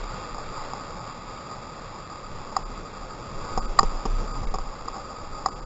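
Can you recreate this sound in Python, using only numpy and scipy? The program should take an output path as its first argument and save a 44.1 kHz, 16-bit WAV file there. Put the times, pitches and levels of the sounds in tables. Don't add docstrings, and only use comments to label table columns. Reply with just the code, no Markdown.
import sys
import numpy as np
from scipy import signal
from scipy.fft import rfft, irfft, next_fast_len
from scipy.io import wavfile
from scipy.ndimage import uniform_filter1d, map_coordinates

SR = 44100
rng = np.random.default_rng(int(sys.argv[2]) if len(sys.argv) > 2 else 0)


def to_wav(sig):
    pcm = np.clip(np.atleast_2d(sig), -1, 1) * 32767
    pcm = np.round(pcm).astype(np.int16)
    wavfile.write(sys.argv[1], SR, pcm.T)


def gain_from_db(level_db):
    decades = np.asarray(level_db, float) / 20
    return 10 ** decades


N = 249165

# (time [s], offset [dB], recovery [s])
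OVERLOAD_JUMP = (3.7955, -9.5, .011)
LAPPING_DB = -46.5


def unit(x):
    return x / np.sqrt(np.mean(x ** 2) + 1e-20)


def curves(rows):
    s, *cols = np.transpose(rows)
    return [np.interp(np.arange(N) / SR, s, c) for c in cols]


def wobble(rate):
    return map_coordinates(rng.standard_normal(size=256), [np.arange(N) * rate / SR])


def filtered(x, response):
    m = next_fast_len(len(x) + 8192)
    spectrum = rfft(np.pad(x, (0, m - len(x)), "reflect"))
    return irfft(spectrum * response(np.fft.rfftfreq(m, 1 / SR)), m)[:len(x)]


def shape(points):
    f, v = np.transpose(points)
    return lambda hz: gain_from_db(np.interp(np.log(hz + 1), np.log(f + 1), v))


def froth(patchy_db):
    z = signal.stft(rng.standard_normal(N), nperseg=1024)[2]
    field = uniform_filter1d(rng.standard_normal(z.shape), 8, 0)
    field = uniform_filter1d(field, 4, 1)
    return signal.istft(z * gain_from_db(patchy_db * unit(field)), nperseg=1024)[1][:N]


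def rapid():
    # (time [s], roar level [dB])
    nearness = [(0.0, -39), (0.57, -39.5), (1.01, -40.5), (1.21, -41), (1.56, -41), (1.89, -43),
                (3.11, -41.5), (3.32, -42.5), (3.52, -37), (3.67, -41), (3.9, -40), (4.26, -40.5),
                (4.58, -43.5), (4.8, -42.5), (5.16, -42), (5.37, -41.5), (5.52, -41.5), (5.65, -43.5)]
    # (frequency [Hz], width [Hz], level [dB])
    resonances = [(518, 116, -7), (857, 121, -5), (1116, 148, -4), (1257, 53.5, 2.5), (1450, 60, -8)]
    # (frequency [Hz], level per Hz [dB])
    surge_tone = [(120, -27.5), (190, -0.5), (250, -1), (400, -3.5), (600, -9), (1000, -36)]
    # (frequency [Hz], level per Hz [dB])
    spray_tone = [(900, -40.5), (1400, 1.5), (1700, -0.5), (2300, -0.5), (2700, -1), (2900, -7),
                  (2990, -28), (3010, -87)]

    roar_db, = curves(nearness)
    near_db = roar_db - roar_db.mean()
    waves_db = uniform_filter1d(pounding() - LAPPING_DB, size=SR // 3)
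    surge_db = -47 + 0.18 * near_db + 0.58 * waves_db
    spray_db = -48.5 + 0.69 * near_db - 0.5 * np.arange(N) / SR
    swell = wobble(9.8)
    flutter = wobble(25)

    def cavity(f):
        total = 0
        for k, (centre, width, db) in enumerate(resonances):
            damping = 1j * f * width
            total = total + (-1) ** k * gain_from_db(db) * damping / (centre * centre - f * f + damping)
        return total / (1 + (f / 1500) ** 8)

    roar = unit(filtered(froth(patchy_db=1.5), cavity))
    surge = unit(filtered(froth(patchy_db=1.43), shape(surge_tone)))
    spray = unit(filtered(froth(patchy_db=1.0), shape(spray_tone)))
    roar = gain_from_db(roar_db + 2.0 + 0.6 * swell + 0.29 * flutter) * roar
    return roar + gain_from_db(surge_db) * surge + gain_from_db(spray_db + 0.49 * swell) * spray


def sway():
    # (time [s], pitch [Hz], level [dB])
    jolts = [(-0.016, 33.0, -26.5), (0.317, 32.0, -35.5), (0.379, 16.0, -30), (0.567, 16, -34),
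             (0.898, 30.5, -34), (1.228, 31.0, -39.5), (1.788, 29.0, -39), (2.311, 13, -30),
             (2.331, 29.5, -41), (2.61, 31.5, -25), (2.983, 32.0, -33), (3.288, 29.0, -35.5),
             (3.345, 14.0, -27), (3.521, 17.0, -23.5), (3.542, 26, -22), (3.612, 34.0, -22),
             (3.825, 22, -15), (3.835, 31.0, -25.5), (4.057, 30.0, -12.5), (4.342, 27.0, -23.5),
             (4.441, 31.0, -20), (4.459, 15.55, -18.5), (4.603, 30, -31.5), (4.805, 14.0, -30.5),
             (4.989, 30, -33), (5.224, 14.0, -31.5), (5.302, 22, -30), (5.399, 19.0, -33),
             (5.528, 33.5, -32), (5.6, 19, -34)]
    rise_s, ring_s = .015, .12
    loose_db, tremble_db = -18, -49.5
    restless = .1

    ringing, shaking = np.zeros(N), np.zeros(N)
    for s, hz, db in jolts:
        t = np.maximum(np.arange(N) / SR - s, 0)
        reach = gain_from_db(db) * (1 - np.exp(-t / rise_s)) * np.exp(-t / ring_s)
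        ringing += reach * np.sin(2 * np.pi * hz * t)
        shaking += reach
    noise = rng.standard_normal(N)
    rumble_tone = shape([(8, -37.5), (20, 10.5), (42, 6.0), (65, -11.0), (120, -33.5)])
    tremble_tone = shape([(8, -34), (16, -2), (24, -5), (31, -4.0), (45, -17), (90, -50)])
    rumble = unit(filtered(noise, rumble_tone))
    tremble = unit(filtered(noise[::-1], tremble_tone))
    tremble_level = gain_from_db(tremble_db) + restless * uniform_filter1d(shaking, size=SR)
    return ringing + gain_from_db(loose_db) * shaking * rumble + tremble_level * tremble


def held(x):
    padded = np.pad(x, (0, 147 * 1750 - N), "reflect")
    coarse = signal.resample(padded, 20 * 1750)
    return signal.resample(np.repeat(coarse, 8), 147 * 1750)[3:N + 3]


def pounding():
    # (time [s], level [dB], length [s])
    waves = [(.14, -44, 0.036), (.49, -44, .05), (1.0, -46, 0.072), (1.3, -46.5, .08), (2.36, -46, 0.065),
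             (2.49, -47.5, .03), (2.61, -41.5, 0.02), (2.753, -45.5, .06), (3.272, -38.5, 0.045),
             (3.425, -42.5, .06), (3.62, -42.5, .14), (3.824, -34.5, 0.053), (4.071, -39.5, 0.023),
             (4.189, -37, .08), (4.407, -34.5, .04), (4.45, -43, .03), (4.565, -46, 0.045), (5.5, -50, .04)]
    t = np.arange(N) / SR
    power = gain_from_db(LAPPING_DB) ** 2
    for s, db, length in waves:
        power = power + gain_from_db(db) ** 2 * np.exp(-((t - s) / length) ** 2)
    return 10 * np.log10(power)


def hull():
    # (frequency [Hz], level per Hz [dB])
    thump_tone = [(25, -31.5), (50, -3), (75, -2), (130, 0), (180, -4.5), (260, -31)]
    return gain_from_db(pounding()) * unit(filtered(froth(patchy_db=1.24), shape(thump_tone)))


def raps():
    # (time [s], peak [dB], hollow mode [dB], thud [dB], contact [s])
    knocks = [(.3454, -28.5, -11.5, -20, .001), (.382, -33, -5, -24, 0.0013),
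              (0.7343, -28.5, -2, -14.5, .0012), (1.512, -32, -18, -17, 0.017),
              (2.5662, -14, -9, -31, .00092), (2.587, -33, -24, -11, 0.0032),
              (3.5753, -24.5, -2, -5.5, 0.0045), (3.7900, -4, -11, -27.5, 0.0037),
              (3.8063, -21, -5.5, -6, .002), (3.8303, -22.5, -3.5, -2, .003),
              (4.0541, -26.5, -3.5, -1, 0.0044), (4.432, -38, 0, 1.5, .004),
              (4.5394, -25.5, -5.5, -9, .006), (4.555, -32, -5, -6, 0.0028),
              (4.585, -25.5, -9.5, -11.5, 0.0023), (4.880, -21.5, -14.5, -23.5, 0.004),
              (4.942, -36, -1, -15, 0.0032), (4.9614, -34, -6, -12.5, 0.008), (4.980, -37, -0.5, -17, .01),
              (5.4601, -14, -9, -28, .002), (5.4855, -28.5, -12, -15, 0.0027)]
    # (frequency [Hz], level [dB], time to fall 60 dB [s],
    # family [whole part: 0 main, 1 hollow, 2 thud, 3 bright])
    modes = [(1120, -1.5, 0.024, 0.5), (1200, -2.5, 0.018, 0.9), (943, -5.5, 0.053, 1),
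             (785, 1.5, 0.041, 1.5), (444, -1.5, 0.034, 2.5), (344, -8, 0.02, 2), (205, -0.5, 0.034, 2),
             (1900, 0, 0.028, 3)]
    hard_db = -21.5
    splat_db, splat_t60_s = -2.5, 0.055

    out = np.zeros(N + SR)
    t = np.arange(SR // 8) / SR - .004
    luck = rng.standard_normal((len(knocks), len(modes), 3))
    cracks = rng.standard_normal((len(knocks), len(t)))
    for (s, db, hollow_db, thud_db, contact), draw, crack in zip(knocks, luck, cracks):
        bright_db = -22 + 0.56 * max(db - hard_db, 0)
        family_db = [0, hollow_db + 4.0, thud_db + 4.0, bright_db + 1.5]
        smear = np.clip(contact / 0.0018 - .5, 0, 2)
        crack_db = 1.8 * bright_db + 14 - 60 * np.maximum(t - contact, 0) / 0.015
        ring = gain_from_db(crack_db) * crack * (t > -.002)
        hiss = crack[::-1]
        wet = unit(uniform_filter1d(hiss, size=24) - uniform_filter1d(hiss, size=120))
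        wet_db = splat_db + 0.62 * thud_db - 60 * np.maximum(t - contact / 2, 0) / splat_t60_s
        ring += smear / 2 * gain_from_db(wet_db) * wet * (t > -.001)
        for (hz, level, t60, family), (a, b, c) in zip(modes, draw):
            u = t + 0.0024 * (family == 3)
            shape_db = -60 * np.maximum(u - contact, 0) / t60 - 9 * (np.minimum(u, 0) / .001) ** 2
            mode_db = level + family_db[int(family)] + 1.4 * a + shape_db
            detune = 1 + (0.0073 + .007 * smear) * b
            ring += gain_from_db(mode_db) * np.cos(2 * np.pi * hz * detune * u + 0.66 * smear * c)
        out[round((s - .003) * SR):][:len(t)] += gain_from_db(db - 1.5) * ring
    return filtered(out[:N], lambda hz: hz < 2950)


def starved(x):
    # (time [s], fade [s], hold [s], lowest frequency [Hz], depth [0-1])
    gaps = [(1.002, .014, 0, 1600, .8), (2.645, .022, .001, 1750, 1), (3.606, .02, .001, 1600, 1),
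            (3.671, .014, .002, 1600, 1), (4.329, .01, .002, 1600, 1), (4.4625, .004, .010, 1750, 1),
            (4.498, .003, .012, 2800, 1), (5.503, .015, .001, 1650, 1), (5.548, .015, .001, 1500, 1),
            (5.611, .016, .002, 1700, 1), (5.646, .012, 0, 1700, .85)]
    x, t = x.copy(), np.arange(N) / SR
    for s, fade, hold, lo_hz, depth in gaps:
        span = slice(round((s - .06) * SR), round((s + 0.067) * SR))
        quiet = filtered(x[span], lambda hz: (hz > lo_hz) & (hz < 4450) | (hz > 5350) & (hz < 6650))
        away = np.clip((np.abs(t[span] - s) - hold / 2) / fade, 0, 1)
        x[span] -= 0.96 * depth * quiet * (1 - away)
    return x


def split():
    # (time [s], lowest frequency [Hz], highest frequency [Hz], level [dB])
    splits = [
        (3.445, 5700, 6900, -64),
        (3.792, 300, 4280, -50),
        (3.83, 4300, 7800, -62),
        (3.973, 4200, 6180, -50),
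    ]
    t = np.arange(N) / SR
    side = np.zeros(N)
    for s, lo_hz, hi_hz, db in splits:
        band = unit(filtered(rng.standard_normal(N), lambda hz: (hz > lo_hz) & (hz < hi_hz)))
        side += gain_from_db(db) * np.exp(-((t - s) / 0.0084) ** 2) * band
    return side


def bubbles():
    # (time [s], pitch [Hz], level [dB], time to fall 60 dB [s])
    pops = [
        (3.864, 2080, -38, .04),
        (4.471, 2200, -34, .03),
        (4.492, 2050, -40, .045),
        (3.775, 790, -28, .03),
    ]
    out, t = np.zeros(N), np.arange(SR // 10) / SR
    for s, hz, db, t60 in pops:
        envelope = gain_from_db(db - 60 * t / t60) * (1 - np.exp(-t / .002))
        out[round(s * SR):][:len(t)] += envelope * np.sin(2 * np.pi * hz * t * (1 + 1.5 * t))
    return out


def overload():
    s, db, recovery = OVERLOAD_JUMP
    t = np.maximum(np.arange(N) / SR - s, 0)
    overshoot = 0.15 * np.sin(np.pi * np.clip(t / .11, 0, 1))
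    return gain_from_db(db) * ((1 - np.exp(-t / .003)) * np.exp(-t / recovery) - overshoot)


def limited(x):
    t = np.arange(N) / SR - OVERLOAD_JUMP[0] - .0006
    duck_db = -11 * np.clip(t / 0.00076, 0, 1) * np.exp(-np.maximum(t, 0) / .018)
    return gain_from_db(duck_db) * x / (1 + np.abs(x / 0.82) ** 4) ** 0.22


def scene():
    mono = rapid() + hull() + sway() + raps() + bubbles()
    return np.array([mono, mono])


def roll_off(x):
    return signal.sosfilt(signal.butter(12, 8810, fs=SR, output="sos"), x)


def record(dry):
    top = shape([(7600, -0.5), (7720, -16.5), (7900, -34.5), (8800, -50), (9200, -80.5)])
    x = filtered(starved(held(limited(dry[0]))), top)
    x = x * np.clip((N - np.arange(N)) / (.004 * SR), 0, 1)
    side = split()
    return roll_off(np.array([x + side, x - side + overload()]))


dry = scene()
out = record(dry)
to_wav(out)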